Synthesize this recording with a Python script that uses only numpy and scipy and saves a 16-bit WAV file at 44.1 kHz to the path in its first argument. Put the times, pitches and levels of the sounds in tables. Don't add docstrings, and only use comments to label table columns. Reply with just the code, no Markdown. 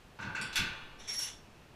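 import sys
import numpy as np
from scipy import signal
from scipy.fft import rfft, irfft
from scipy.io import wavfile

SR = 44100
rng = np.random.default_rng(int(sys.argv[2]) if len(sys.argv) > 2 else 0)


def dump(signal):
    limited = np.clip(np.atleast_2d(signal).T, -1, 1)
    pcm = np.round(limited * 32767).astype(np.int16)
    wavfile.write(sys.argv[1], SR, pcm)


N = 77175
T = np.arange(N) / SR

# f/Hz, relative density/dB
AIR_SPECTRUM = [(15, -45), (25, 1), (93, -1.5), (231, -4.5), (344, -9.5), (373, -7.5), (637, -11),
                (691, -10.5), (879, -12), (1460, -16), (1580, -14.5), (2070, -18.5), (2630, -16.5),
                (3440, -21), (15000, -39)]
RUMBLE_SPECTRUM = [(10, 2), (25, -8.5), (45, -3), (80, -14), (160, -15), (400, -71.5)]
# t/s, level/dB
SWAY = [(0, -76), (.3, -70.5), (.62, -46), (.8, -53), (1.1, -62), (1.7, -70)]

# t/s, level/dB, swell/s
BOOMS = [(0.188, -53.5, 0.0075), (0.234, -45, 0.018), (0.386, -47.5, 0.022), (0.576, -41, 0.021)]
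# f/Hz, relative density/dB
BOOM_SPECTRUM = [(25, -20), (60, -16), (90, -1.5), (120, 0), (200, -2.5), (280, -11.5), (500, -34),
                 (1000, -67)]

# f/Hz, relative level/dB
HANDLE = [(2250, -0.5), (2620, 9), (4440, -5.5), (6010, -10), (6850, -4.5), (7350, -10), (7930, -16),
          (8260, -13)]
CATCH = [(4600, -2.5), (4740, -13), (5050, -12), (5260, -10), (5560, -7.5), (7080, -8), (7320, -9),
         (7760, -6.5), (8390, -5.5), (9150, -11), (9770, -9), (10650, -9), (11050, -18)]
STRIKER = [(3450, 0.5), (4710, -6.5), (5390, -4.5), (6000, -3.5), (7240, -8.5), (8520, -23), (8970, -36),
           (9780, -17), (10700, -12), (11100, -12.5), (12560, -13)]
# t/s, level/dB, t60 at 5 kHz/s, part
CLINKS = [(0.352, -50.5, 0.27, HANDLE), (.413, -45.5, 0.38, CATCH), (0.557, -37, 0.32, STRIKER)]

# t/s, hold/s, scrape level/dB, tilt/(dB per octave), guide f/Hz, guide level/dB
STROKES = [(0.988, 0.008, -52, -4.5, 3710, -61), (1.023, 0.045, -56, -3.5, 3405, -61),
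           (1.069, 0.022, -43, -0.5, 2239, -51), (1.119, 0.011, -43.5, 2, 1930, -56),
           (1.147, 0.021, -53, 0, 2300, -67), (1.181, 0.048, -42, 1, 2905, -51),
           (1.254, 0.016, -45.5, -0.5, 3480, -58), (1.535, 0.063, -80, 0, 2670, -67.5)]
# f/Hz, relative density/dB
SCRAPE_SPECTRUM = [(150, -24), (500, -9.5), (1300, -6.5), (1950, -1.5), (2250, -1), (2550, -2.5),
                   (2920, -2), (3500, 2), (4100, -1), (4900, -11), (5500, 7.5), (6000, 7.5), (6600, -3),
                   (7400, -1), (8600, -13.5), (9300, -3), (11000, -17.5), (12300, -19), (15000, -33)]
# t/s, hold/s, level/dB, boost of the upper modes/dB
SQUEALS = [(0.981, 0.016, -62.5, 8), (1.076, .012, -36, -6), (1.106, 0.0091, -38.5, -4),
           (1.128, 0.0042, -45, 16.5), (1.146, 0.046, -41, 7.5), (1.175, 0.0034, -36.5, -3),
           (1.204, 0.021, -37.5, 8.5), (1.235, 0.014, -45.5, 15)]
BOLT_HZ = [4567, 5543, 5850, 6050, 10149, 11887]
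# relative level/dB, pitch waver/Hz, share of the boost
BOLT_MODES = [(-17.5, 14, 0.46), (3, 14.5, 0), (-14, 56, 0.099), (-12, 31.9, 0.68), (-12.5, 4.5, 0.79),
              (-22, 5, 0.63)]

# t/s, then strength/dB at each of the five KNOCK_HZ
KNOCKS = [(0.188, -3.5, -8, -25, -24, -53), (0.207, -11.5, -13, -35, -19, -40),
          (0.223, -7, -6, -19.5, -16.5, -55), (0.259, -3.5, -10, -23.5, -28, -54),
          (0.297, -9.5, -9.5, -39, -37, -52), (0.348, -5, -2, -22, -13, -38.5),
          (0.362, -10, -1.5, -18, -24, -40), (.384, -14.5, -10, -21, -44, -40),
          (0.411, -29, -13, -8.5, -24, -26), (0.526, -8.5, -23, -13.5, -11, -28.5),
          (0.553, -5, -3, -6, -8, -8.5), (0.562, -7.5, 1, -1.5, 0, -16), (0.576, -4, -2.5, -5, -25, -22),
          (1.186, -15.5, -20, -29, -4.5, -14)]
KNOCK_HZ = [1000, 1500, 3200, 6000, 11000]
# f/Hz, relative level/dB, nominal t60/s
BAR_MODES = [(861, -16, .8), (888, -18, 1.8), (923, -11, .7), (1174, -13, 1.3), (1443, -6, .8),
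             (1470, -2, .6), (1510, -5, .6), (1548, -6, .9), (1565, -1, .5), (1630, -6, .5),
             (1760, -12, 1.0), (1973, -6, .35), (2218, -4, .4), (2400, -13, 1.3), (2499, -6, .5),
             (2606, -4, .7), (2666, 0, .55), (2737, -5, .6), (2869, -12, 1.3), (3358, -9, 1.0),
             (3467, -5, .8), (3780, -10, .9), (4258, -14, 1.1), (4326, -5, .45), (6196, -15, .7)]
# f/Hz, relative density/dB
CAGE_SPECTRUM = [(300, -10.5), (720, -16), (920, -9), (1300, -8), (1500, -1.5), (1850, -4.5), (2650, 3.5),
                 (3100, -1), (3500, -7.5), (3800, 7.5), (4050, -0.5), (5600, -7), (8500, -4.5), (12400, -5),
                 (15000, -21)]
# f/Hz, t60/s
CAGE_T60 = [(300, 1.8), (750, 1.5), (1150, 1.3), (1550, 0.62), (3000, 0.56), (6000, 0.31), (12000, 0.2)]


def from_db(db):
    return np.exp(np.asarray(db) * (np.log(10) / 20))


def rms_one(x):
    return x / np.sqrt(np.mean(x ** 2) + 1e-20)


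def at_hz(points, hz):
    freqs, values = np.transpose(points)
    return np.interp(np.log(hz), np.log(freqs), values)


def drift(rate_hz):
    pole = np.exp(-2 * np.pi * rate_hz * 10 / SR)
    white = rng.standard_normal(N // 10 + 1002)
    slow = signal.lfilter([1], [1, -2 * pole, pole * pole], white)[1000:]
    return np.interp(np.arange(N) / 10, np.arange(len(slow)), rms_one(slow))


def noise(spectrum, tilt_db=0):
    hz = np.maximum(np.arange(N // 2 + 1) * SR / N, 1)
    gain = from_db(at_hz(spectrum, hz) + tilt_db * np.log2(hz))
    return rms_one(irfft(rfft(rng.standard_normal(N)) * gain, N))


def cluster(hz, width_hz):
    return np.real((drift(width_hz) + 1j * drift(width_hz)) * np.exp(2j * np.pi * hz * T))


def envelope(start, attack, hold, t60):
    age = T - start
    return np.clip(age / attack, 0, 1) * from_db(-60 * np.maximum(age - attack - hold, 0) / t60)


def knock_envelope(hz, power_decay):
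    power = np.zeros(N)
    for start, *strengths_db in KNOCKS:
        onset = int(start * SR)
        strength = from_db(at_hz(list(zip(KNOCK_HZ, strengths_db)), hz))
        power[onset:] += power_decay[:N - onset] * strength ** 2
    return np.sqrt(power)


def outdoors(air_db=-57):
    sway = from_db(np.interp(T, *np.transpose(SWAY)))
    return from_db(air_db) * noise(AIR_SPECTRUM) + sway * noise(RUMBLE_SPECTRUM)


def floor_booms():
    power = sum((from_db(db) * envelope(start, swell, hold=0.028, t60=0.36)) ** 2
                for start, db, swell in BOOMS)
    return noise(BOOM_SPECTRUM) * np.sqrt(power)


def clinks(damping_power=0.77):
    out = np.zeros(N)
    for start, db, t60_at_5k, part in CLINKS:
        for hz, partial_db in part:
            t60 = t60_at_5k * (5000 / hz) ** damping_power
            ring = envelope(start, attack=0.001, hold=0, t60=t60)
            out += from_db(db + partial_db) * ring * cluster(hz, width_hz=105)
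    return out


def bolt_scrape(attack_s=0.019, grain_db=0.5):
    out = np.zeros(N)
    for start, hold, db, tilt_db, guide_hz, guide_db in STROKES:
        grind = from_db(db) * envelope(start, attack_s, hold, t60=0.25)
        guide_ring = from_db(guide_db) * envelope(start, attack_s, hold, t60=0.37)
        out += grind * noise(SCRAPE_SPECTRUM, tilt_db)
        out += guide_ring * cluster(guide_hz, width_hz=130)
    return out * from_db(grain_db * drift(rate_hz=260))


def bolt_squeak(attack_s=0.015, ring_db=-14, ring_t60=0.46, roughness=0.2):
    rubbing = envelope(0, attack_s, hold=SQUEALS[-1][0], t60=ring_t60)
    out = np.zeros(N)
    for hz, (mode_db, waver_hz, boost_share) in zip(BOLT_HZ, BOLT_MODES):
        mode_t60 = ring_t60 * np.sqrt(BOLT_HZ[1] / hz)
        power = np.zeros(N)
        for start, hold, db, boost_db in SQUEALS:
            driven = envelope(start, attack_s, hold, t60=0.038)
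            after_ring = from_db(ring_db) * envelope(start, attack_s, hold, mode_t60)
            gain = from_db(db + mode_db + boost_share * boost_db)
            power += (gain * np.maximum(driven, after_ring)) ** 2
        pitch_hz = hz + waver_hz * rubbing * drift(rate_hz=60)
        tone = np.sin(2 * np.pi * np.cumsum(pitch_hz) / SR)
        rasp = roughness * rubbing * cluster(hz, width_hz=82)
        out += np.sqrt(power) * (tone + rasp)
    return out


def bar_ring(gain_db=-38.5, beat_depth=0.16):
    out = np.zeros(N)
    for hz, db, t60 in BAR_MODES:
        decay = envelope(0, attack=0.001, hold=0, t60=0.99 * t60)
        tone = np.sin(2 * np.pi * (hz * T + rng.random()))
        beating = beat_depth * cluster(hz, width_hz=7.6)
        out += from_db(db) * knock_envelope(hz, decay ** 2) * (tone + beating)
    return from_db(gain_db) * out


def cage_clank(gain_db=-30.5, bands=40, spread_s=0.004, tail_db=-14):
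    edges = np.geomspace(280, 15800, bands + 1)
    centres = np.sqrt(edges[1:] * edges[:-1])
    share = from_db(at_hz(CAGE_SPECTRUM, centres)) * np.sqrt(np.diff(edges))
    share /= np.linalg.norm(share)
    out = np.zeros(N)
    for k, hz in enumerate(centres):
        bandpass = signal.butter(2, edges[k:k + 2], "band", fs=SR, output="sos")
        modes = rms_one(signal.sosfilt(bandpass, rng.standard_normal(N)))
        t60 = at_hz(CAGE_T60, hz)
        ring = envelope(0, spread_s, hold=0, t60=t60)
        tail = from_db(tail_db) * envelope(0, spread_s, hold=0, t60=2.4 * t60)
        out += share[k] * modes * knock_envelope(hz, ring ** 2 + tail ** 2)
    return from_db(gain_db) * out


def scene():
    gate = cage_clank() + bar_ring() + clinks() + floor_booms()
    bolt = bolt_scrape() + bolt_squeak()
    return (gate + bolt + outdoors())[None]


def record(dry):
    lowpass = signal.ellip(12, 0.1, 80, 15400, fs=SR, output="sos")
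    return signal.sosfilt(lowpass, dry)


dry = scene()
out = record(dry)
dump(out)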